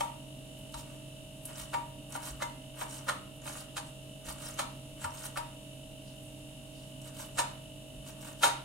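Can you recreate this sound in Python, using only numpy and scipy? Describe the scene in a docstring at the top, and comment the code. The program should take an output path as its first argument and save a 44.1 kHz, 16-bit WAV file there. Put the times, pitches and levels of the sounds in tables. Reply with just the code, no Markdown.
"""A kitchen knife dices raw meat on a plastic board lying in a large platter, while a fridge hums
in the small tiled kitchen. The edge scrapes the board and a piece is laid down. Six cuts follow, each
a push and a pull of wet crackle, then a short hard scrape as the edge reaches the board and sets the
platter ringing; now and then the hand bumps the counter. In a lull, two faint swells of narrow hiss
pass around a brighter wet squelch. Two more cuts close the scene, the last with the hardest scrape."""
import sys
import numpy as np
from scipy import signal
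from scipy.fft import rfft, irfft
from scipy.io import wavfile
from scipy.ndimage import uniform_filter1d

SR = 44100
rng = np.random.default_rng(int(sys.argv[2]) if len(sys.argv) > 2 else 0)


def output_pcm(signal):
    """Save a mono or channel-first signal as 16-bit PCM at the path in sys.argv[1].

    Samples are clipped to [-1, 1] before scaling.
    """
    pcm = np.clip(np.atleast_2d(signal).T, -1, 1) * 32767
    wavfile.write(sys.argv[1], SR, np.round(pcm).astype(np.int16))


N = 381024
T = np.arange(N) / SR
FREQS = np.arange(N // 2 + 1) * SR / N
STROKE_T = np.arange(-SR // 4, SR // 4) / SR  # seconds around the peak of a stroke
COMPRESSOR_HZ = 48.83  # shaft turns per second

# the edge scrapes the board: (peak time [s], level [dB], rise [s], fall [s], steel rasp [dB],
# knock centre [Hz], knock [dB], platter ring [dB], ring centre [Hz])
SCRAPES = [(0.009, -27.5, 0.0049, 0.0016, -9, 1120, -21, -6, 910),
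           (.744, -46, 0.0039, 0.016, -4, 1150, -25, -1.5, 895),
           (1.741, -31.5, 0.0057, 0.0084, -11, 1165, -22, -1.5, 943),
           (2.155, -40, 0.0057, 0.01, -14, 1390, -10.5, -1, 910),
           (2.425, -32.5, 0.0082, 0.0076, -5, 2140, -10.5, -6, 990),
           (2.816, -36.5, 0.0049, 0.0087, -13, 1700, -20, -5.5, 895),
           (3.089, -30.5, 0.0089, 0.015, -5, 1270, -6.5, -14, 1154),
           (3.770, -37, 0.0051, 0.012, 0.5, 1480, -20, -7.5, 840),
           (4.596, -31.5, 0.00853, .011, -1.5, 1340, -10, -10, 1010),
           (5.047, -36.5, .0055, 0.0091, -11, 1250, -9, -2.5, 984),
           (5.374, -33, 0.0054, 0.01, -5, 1310, -13.5, -6, 940),
           (7.391, -26, 0.0077, 0.011, -1.5, 1670, -15, -8, 940),
           (8.436, -23, 0.007, 0.022, -2, 1420, -8, -3, 910)]
# hollow modes of the board: (pitch [Hz], level [dB], t60 [s])
BOARD_MODES = [(1042, -0.5, .09), (1166, -7, 0.075), (1250, -6, 0.094), (1300, 2, 0.059), (1393, 6, 0.057),
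               (1608, -14, 0.1), (1755, 1, 0.09), (2084, 0, 0.084)]
# dull clack of the plastic: (frequency [Hz], level [dB])
BOARD_COLOUR = [(150, -31), (330, -10.5), (470, -16), (570, -3.5), (720, -4), (1000, 1.5), (1400, -2.5),
                (1700, -7.5), (1920, -8.5), (2110, -9.5), (2400, -12), (2800, -11), (3700, -16.5),
                (5000, -35), (12000, -40)]
# bright rasp of the steel edge: (frequency [Hz], level [dB])
EDGE_COLOUR = [(1200, -20), (2400, 3), (3900, 7.5), (4700, 4), (6000, 1), (7900, 1.5), (9000, 3.5),
               (10200, 3), (11500, -1), (15500, -15.5)]
# wet sizzle of the meat: (frequency [Hz], level [dB])
MEAT_COLOUR = [(800, -17), (2000, -13.5), (3900, 0), (5000, -3.5), (7000, -6), (8400, 0.5), (10000, -0.5),
               (11800, -3.5), (13800, -11), (15500, -11)]


def undb(db):
    """Decibels to gain."""
    return np.exp(np.asarray(db) * (np.log(10) / 20))


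def unit(x):
    """Scale to rms 1."""
    return x / np.sqrt(np.mean(x ** 2))


def along(points, hz):
    """Read (frequency, value) points on a log-frequency axis."""
    f, value = np.transpose(points)
    return np.interp(np.log(np.maximum(hz, 1)), np.log(f), value)


def through(x, h):
    """Pass a sound through an impulse response."""
    return signal.fftconvolve(x, h)[:len(x)]


def add(track, s, x):
    """Mix a sound into a track from time s on."""
    start = int(s * SR)
    lo, hi = max(start, 0), min(start + len(x), N)
    track[lo:hi] += x[lo - start:hi - start]


def wander(per_s):
    """Smooth random drift with a spread near 1."""
    hold = max(int(SR / per_s), 2)
    steps = np.repeat(rng.standard_normal(N // hold + 1), hold)
    return 1.3 * uniform_filter1d(steps, hold)[:N]


def noise(colour, repeat=0):
    """Coloured noise with steep ends; a share of its treble repeats with every compressor turn."""
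    turn = rng.standard_normal(round(SR / COMPRESSOR_HZ))
    share = repeat * FREQS ** 2 / (FREQS ** 2 + 1000 ** 2)
    fresh = np.sqrt(1 - share) * rfft(rng.standard_normal(N))
    looped = np.sqrt(share) * rfft(np.resize(turn, N))
    high_cut = 1 + (FREQS / colour[-1][0] / 1.2) ** 8
    low_cut = 1 + (colour[0][0] / 1.5 / (FREQS + 1e-3)) ** 6
    return unit(irfft((fresh + looped) * undb(along(colour, FREQS)) / np.sqrt(high_cut * low_cut), N))


def response(colour, boost_hz=1000, boost_db=0, octaves=1, peaks=(), size=1024):
    """Impulse response of unit energy: a colour with an optional broad boost and narrow resonances."""
    hz = np.arange(size // 2 + 1) * SR / size
    db = along(colour, hz) + boost_db * np.exp(-(np.log2((hz + 1) / boost_hz) / octaves) ** 2)
    db += sum(height / (1 + (2 * (hz - centre) / width) ** 2) for centre, width, height in peaks)
    cepstrum = irfft(np.log(undb(db)))
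    cepstrum[1:size // 2] *= 2  # minimum phase keeps the attack sharp
    cepstrum[size // 2 + 1:] = 0
    h = irfft(np.exp(rfft(cepstrum)))
    return h / np.linalg.norm(h)


def friction(rise, fall, per_s, spread_db, shape=1.02, catch_db=0, catch_s=.005):
    """Tiny uneven slips swell and die over a stroke; with catch_db the edge catches and lets go."""
    force = np.exp(-np.abs(STROKE_T / np.where(STROKE_T < 0, rise, fall)) ** shape)
    n, held = len(force), int(catch_s * SR)
    slips = (rng.random(n) < per_s / SR) * rng.choice([-1, 1], n)
    sizes = undb(spread_db * np.minimum(rng.exponential(size=n), 4))
    catches = undb(catch_db * np.repeat(2 * rng.random(n // held + 1) - 1, held)[:n])
    grains = slips * sizes * force * catches
    return grains * np.linalg.norm(force) / (np.linalg.norm(grains) + 1e-12)


def ring(modes, centre_hz, focus_db, attack_s, detune, size=22050):
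    """A struck body rings: the place of the blow picks the loudest modes, and the load detunes them."""
    t, tone = np.arange(size) / SR, 0
    for hz, db, t60 in modes:
        pitch, phase = hz * (1 + detune * rng.standard_normal()), rng.random()
        gain = undb(db - focus_db * np.sqrt(abs(np.log2(hz / centre_hz))))
        tone += gain * np.exp(-np.log(1000) * t / t60) * np.sin(2 * np.pi * (pitch * t + phase))
    return tone / np.sqrt(np.mean(tone[:size // 10] ** 2)) * (1 - np.exp(-t / attack_s))


def kitchen(x, tail_db, early_db, early_s, size=22050):
    """Direct sound in stereo, quick echoes off worktop and tiles, then the room's tail."""
    # decay of the room: (frequency [Hz], t60 [s])
    room_t60 = [(200, 0.46), (1000, 0.41), (3000, 0.49), (8000, 0.32), (15000, 0.16)]
    # stereo phase of the direct sound: (frequency [Hz], left lead [rad])
    left_lead = [(300, -.5), (650, .4), (850, 2.2), (1020, 2.3), (1220, 0), (1800, 0), (3400, -1.5),
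                 (4600, 0), (15000, 0)]
    # pan of the direct sound: (frequency [Hz], left minus right [dB])
    balance = [(600, 1), (1500, 1), (4000, -1.5), (8500, -2.5), (11000, 0)]
    t, hz = np.arange(size) / SR, np.arange(size // 2 + 1) * SR / size
    centres, out = 125 * 2. ** np.arange(8), []
    for side in (.5, -.5):
        spectrum, tail = rfft(rng.standard_normal(size)), 0
        for centre, share in zip(centres, np.eye(len(centres))):
            band = irfft(spectrum * along(np.c_[centres, share], hz), size)
            tilt = undb(-.8 * np.log2(centre / 1000))
            tail += tilt * band * np.exp(-np.log(1000) * t / along(room_t60, centre))
        tail *= 1 - np.exp(-t / .0046)
        early = rng.standard_normal(size) * np.exp(-t / early_s) * (t > .001)
        room = undb(tail_db) * tail / np.linalg.norm(tail)
        room += undb(early_db) * early / np.linalg.norm(early)
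        pan = undb(side * along(balance, FREQS)) * np.exp(1j * side * along(left_lead, FREQS))
        out.append(irfft(rfft(x) * pan, N) + through(x, room))
    return np.array(out)


def room_tone(waver_db=.4):
    """Steady air: a rumble near the centre and a wider hiss with a trace of the compressor's buzz."""
    # low rumble of the air: (frequency [Hz], level [dB])
    rumble = [(20, -10), (33, 1.5), (50, -14), (72, -11), (86, -17), (103, -0.5), (122, -9), (152, 2),
              (174, -11.5), (198, -2.5), (222, -8), (268, 0.5), (305, -8), (340, -14), (600, -19.5)]
    # hiss of the air: (frequency [Hz], level [dB])
    hiss = [(300, -35), (480, 1), (610, -8), (850, 2.5), (1100, -3.5), (1900, -8), (2500, -4.5), (3000, 4),
            (3170, -6), (3700, -1.5), (4400, -9), (5400, -9.5), (7000, -5.5), (9000, 0), (11200, -2),
            (12000, -8.5), (15500, -14)]
    # stereo width: (frequency [Hz], side against mid [dB])
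    width = [(40, -7), (150, -12.5), (300, -8), (600, 1.5), (2000, -0.5), (6000, 3), (8500, -19.5),
             (15000, -16)]
    out = 0
    for colour, db, repeat in ((rumble, -53.5, 0), (hiss, -59, .49)):
        mid = noise(colour, repeat)
        side = irfft(rfft(noise(colour, repeat)) * undb(along(width, FREQS)), N)
        out += undb(db + waver_db * wander(5)) * np.array([mid + side, mid - side])
    return out


def fridge(rattle_db=-61, throb_db=4):
    """The compressor's shell buzzes once a turn, so hum and rattle throb together; a fan drones along."""
    # compressor hum: (harmonic [multiple of the shaft rate], level [dB])
    harmonics = [(1, -61.5), (2, -66.5), (4, -66.5), (10, -72.5), (11, -78), (12, -62), (13, -57.5),
                 (14, -80.5), (16, -74.5), (53, -80), (54, -70.5), (55, -87), (57, -66), (59, -91),
                 (61, -68.5), (62, -70.5), (63, -74), (68, -75), (74, -83), (75, -73.5), (76, -84.5),
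                 (82, -81)]
    # fan and motor tones: (pitch [Hz], level [dB], waver [dB])
    fan_tones = [(133.5, -52.5, 1.15), (300, -60.5, 1.3)]
    # pan of the tones: (frequency [Hz], left minus right [dB])
    balance = [(50, -2), (134, -1), (300, -3.5), (620, -4), (2800, 1), (3700, 10.5)]
    # compressor rattle: (frequency [Hz], level [dB])
    rattle_colour = [(2000, -32), (2600, -10.5), (3000, 7.5), (3250, -21), (4000, -20)]
    turns = np.cumsum(COMPRESSOR_HZ * (1 + .0002795 * wander(1.78))) / SR
    sides, hum = np.array([[.5], [-.5]]), 0
    for k, db in harmonics:
        hz = k * COMPRESSOR_HZ
        start, lead = rng.standard_normal(2)
        phase = 2 * np.pi * k * turns + .2 * start + sides * .23 * lead * np.sqrt(hz / 1000)
        hum += undb(db + .5 * wander(5) + sides * along(balance, hz)) * np.sin(phase)
    for hz, db, waver_db in fan_tones:
        gain = undb(db + waver_db * wander(6) + sides * along(balance, hz))
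        hum += gain * np.sin(2 * np.pi * hz * T + .37 * wander(4))
    throb = unit(undb(throb_db * np.cos(2 * np.pi * turns)))
    rattle = np.array([noise(rattle_colour), noise(rattle_colour)])
    return np.sqrt(2) * hum + undb(rattle_db) * throb * rattle


def counter_bumps():
    """The hand's weight sets off dull, quickly damped swings of the worktop."""
    # low thuds: (time [s], level [dB], pitch [Hz])
    thuds = [(.745, -35.5, 49), (1.60, -43, 54.4), (2.30, -34, 50.6), (4.27, -37, 52.4),
             (5.038, -35.5, 86.5), (7.97, -37, 45.6)]
    out, t = np.zeros(N), np.arange(SR // 2) / SR
    envelope = (1 - np.exp(-t / .022)) * np.exp(-t / .029)
    for s, db, hz in thuds:
        add(out, s, undb(db + 3.5) * envelope * np.sin(2 * np.pi * hz * t))
    return out


def squelches_and_hiss():
    """Bright wet squelches fizz faintly, with two brief swells of narrow hiss near 4.8 kHz among them."""
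    # faint fizzes: (peak time [s], level [dB], rise and fall [s], centre [Hz])
    fizzes = [(0.592, -56, .01, 12000), (1.373, -60, .012, 9000), (1.466, -49, 0.022, 12000),
              (2.103, -53, .01, 10000), (3.365, -58, 0.011, 11500), (3.872, -56.5, .03, 8400),
              (5.254, -48, .018, 13500), (6.09, -62, 0.044, 4800), (6.257, -60.5, 0.055, 9900),
              (6.778, -63, 0.074, 4800)]
    out = np.zeros(N)
    for s, db, swell, hz in fizzes:
        fizz = friction(swell, swell, per_s=1200, spread_db=4.5)
        band = response(MEAT_COLOUR, hz, boost_db=17, octaves=.71)
        add(out, s + STROKE_T[0], undb(db) * through(fizz, band))
    return out


def snaps():
    """Wet meat unsticks in a few milliseconds of bright clicks."""
    # the meat lets go: (time [s], level [dB], centre [Hz])
    releases = [(.723, -51, 9000), (.741, -41.5, 4500), (1.454, -36.5, 11800), (2.123, -40.5, 7900),
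                (4.326, -43, 9000), (5.042, -40, 7500), (7.016, -48.5, 8000)]
    out = np.zeros(N)
    for s, db, hz in releases:
        clicks = friction(.001, .005, per_s=5000, spread_db=2)
        add(out, s + STROKE_T[0], undb(db) * through(clicks, response(MEAT_COLOUR, hz, boost_db=15)))
    return out


def blade(colour, detune=.035, spread_db=2):
    """A colour with the blade's resonances, which grip and clinging meat shift and damp each stroke."""
    # the hand-held blade: (frequency [Hz], width [Hz], height [dB])
    resonances = [(2080, 80, -27), (3510, 200, 3), (6310, 700, 3), (7310, 480, 5.5), (8350, 160, 8),
                  (9250, 920, 3.5), (10050, 110, -15), (11800, 140, -4)]
    chance = rng.standard_normal((len(resonances), 2))
    peaks = [(hz * (1 + detune * shift), width, db + spread_db * lift)
             for (hz, width, db), (shift, lift) in zip(resonances, chance)]
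    return response(colour, peaks=peaks)


def juice_pops(rise, fall, per_s=420, middle_hz=8600, octaves=.398, ring_cycles=7):
    """Tiny pockets of juice burst during a stroke, each ringing briefly at its own pitch."""
    out, t = np.zeros(len(STROKE_T)), np.arange(SR // 100) / SR
    for when, pitch, strength in rng.standard_normal((int(per_s * (rise + fall)) + 1, 3)):
        hz = np.clip(middle_hz * 2 ** (octaves * pitch), 2500, 15000)
        offset_s = .65 * when * (rise if when < 0 else fall)
        start = np.clip(len(out) // 2 + int(offset_s * SR), 0, len(out) - len(t))
        ping = np.sin(2 * np.pi * hz * t) * np.exp(-t * hz / ring_cycles)
        out[start:start + len(t)] += undb(3.5 * strength) * ping
    return out * np.sqrt((rise + fall) * SR / 2) / np.linalg.norm(out)


def strokes(push_rise_s=.035, push_fall_s=.023):
    """Every slide of the meat: pieces being placed, then a short push and a longer pull for each cut."""
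    # a piece is laid down or slid aside: (peak time [s], level [dB], rise and fall [s], drag [dB])
    placings = [(0.792, -48.5, 0.028, -7), (0.9, -62.5, 0.085, 3), (5.255, -41.5, .017, -1.5)]
    # cuts through the meat: (push time [s], push level [dB], push drag [dB],
    # pull time [s], pull level [dB], pull rise [s], pull drag [dB])
    cuts = [(1.505, -52.5, 4, 1.605, -44.5, 0.05, -2), (2.155, -45.5, 2, 2.267, -43.5, 0.056, -2),
            (2.812, -43.5, 0.5, 2.947, -46, 0.071, -4.5), (3.482, -43.5, 2.5, 3.56, -46, 0.073, -2),
            (4.294, -42.5, 0, 4.463, -44.5, 0.073, -2.5), (5.036, -46.5, 0.5, 5.21, -47.5, 0.076, -4),
            (7.073, -51, -2.5, 7.208, -45.5, .052, -2.5), (8.089, -50, -2, 8.265, -49.5, 0.069, 0.5)]
    for s, db, swell, drag_db in placings:
        yield s, db, swell, swell, drag_db
    for push_s, push_db, push_drag_db, pull_s, pull_db, pull_rise, pull_drag_db in cuts:
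        yield push_s, push_db, push_rise_s, push_fall_s, push_drag_db
        yield pull_s, pull_db, pull_rise, .9 * pull_rise, pull_drag_db


def slices(pop_lag_s=.005):
    """Wet fibres catch and part in a fine crackle, pops trail them, and the tip drags on the board."""
    out, board = np.zeros(N), response(BOARD_COLOUR, 2200, boost_db=3.5)
    for s, db, rise, fall, drag_db in strokes():
        fibres = friction(rise, fall, per_s=2000, spread_db=-2.5, shape=2.06, catch_db=4)
        crackle = through(fibres, blade(MEAT_COLOUR))
        drag = through(friction(rise, fall, per_s=600, spread_db=2, shape=1.4, catch_db=4), board)
        add(out, s + STROKE_T[0], undb(db - 3) * (crackle + undb(drag_db) * drag))
        add(out, s + pop_lag_s + STROKE_T[0], undb(db - 5.5) * juice_pops(rise, fall))
    return out


def taps(damp_s=.005):
    """Single touches of the edge click and knock the board, and the pressing blade damps it at once."""
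    # the edge touches down or bounces: (time [s], level [dB], knock centre [Hz], dry click [dB])
    touches = [(.741, -45, 1160, -2), (1.733, -39, 1060, -7), (1.745, -39, 1730, -3),
               (2.402, -44, 1250, -12), (2.411, -43, 1250, -8), (2.813, -38, 1330, -10),
               (3.096, -29, 1200, -3), (3.766, -38.5, 1250, -3), (3.778, -40, 1730, 5),
               (4.593, -30.5, 1250, -4), (5.042, -38, 1250, -5), (5.359, -40, 1320, -6),
               (5.365, -37, 1320, -7), (8.432, -24, 1340, -4)]
    out, edge = np.zeros(N), response(EDGE_COLOUR, 1900, boost_db=14)
    for s, db, hz, click_db in touches:
        knock = ring(BOARD_MODES, hz, focus_db=16, attack_s=.00031, detune=.033, size=4410)
        add(out, s, undb(db + 1) * knock * np.exp(-np.arange(len(knock)) / SR / damp_s))
        click = through(friction(.0003, .0015, per_s=9000, spread_db=1), edge)
        add(out, s + STROKE_T[0], undb(db + click_db) * click)
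    return out


def knocks():
    """As the edge lands, the board gives a short hollow knock and the platter under it rings on."""
    # modes of the platter: (pitch [Hz], level [dB], t60 [s])
    platter_modes = [(712, -10, 0.35), (811, 2, 0.22), (858, -1, 0.15), (898, 5.5, 0.14), (945, 4.5, 0.24),
                     (990, -7, 0.28), (1175, -0.5, 0.22), (1334, -5, 0.22), (1428, -11, 0.2)]
    out = np.zeros(N)
    for s, db, rise, _, _, knock_hz, knock_db, ring_db, ring_hz in SCRAPES:
        board = ring(BOARD_MODES, knock_hz, focus_db=15, attack_s=.00085, detune=.013)
        platter = ring(platter_modes, ring_hz, focus_db=20, attack_s=.002, detune=.0029)
        add(out, s - rise / 2, undb(db) * (undb(knock_db) * board + undb(ring_db) * platter))
    return out


def scrapes(tick_db=-5.5, slide_db=-19.5):
    """The edge judders over the plastic: it bites with a tick, the board clacks and the steel rasps."""
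    out, edge = np.zeros(N), response(EDGE_COLOUR, 2200, boost_db=12)
    for s, db, rise, fall, rasp_db, knock_hz, *_ in SCRAPES:
        start = s + STROKE_T[0]
        judder = friction(rise, fall, per_s=2000, spread_db=2.5, shape=.95)
        clack = through(judder, response(BOARD_COLOUR, knock_hz, boost_db=3.5, octaves=.085))
        rasp = through(friction(rise * .95, fall * 1.24, per_s=3000, spread_db=2.5), blade(EDGE_COLOUR))
        add(out, start, undb(db) * (clack + undb(rasp_db) * rasp))
        tick = through(friction(.0005, .002, per_s=7000, spread_db=1), edge)
        add(out, start - rise / 2, undb(db + tick_db) * tick)
        # the edge slides through the last of the meat on its way down
        slide = through(friction(.025, .0495, per_s=2500, spread_db=1, shape=1.1), blade(MEAT_COLOUR))
        add(out, start, undb(db + slide_db) * slide)
    return out


def scene():
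    """Knife work in the tiled kitchen over the steady hum, the mix leaning slightly right."""
    cutting = scrapes() + slices() + snaps() + squelches_and_hiss()
    knife = undb(-2) * kitchen(cutting, tail_db=-5.5, early_db=0, early_s=.0052)
    impacts = kitchen(knocks() + taps(), tail_db=-11, early_db=-7, early_s=.003)
    ambience = fridge() + room_tone()
    return (knife + impacts + counter_bumps() + ambience) * undb([[-.27], [.27]])


def record(dry):
    """A steep low-pass trims the very top."""
    return signal.sosfilt(signal.ellip(10, .1, 80, 15800, fs=SR, output="sos"), dry)


dry = scene()
out = record(dry)
output_pcm(out)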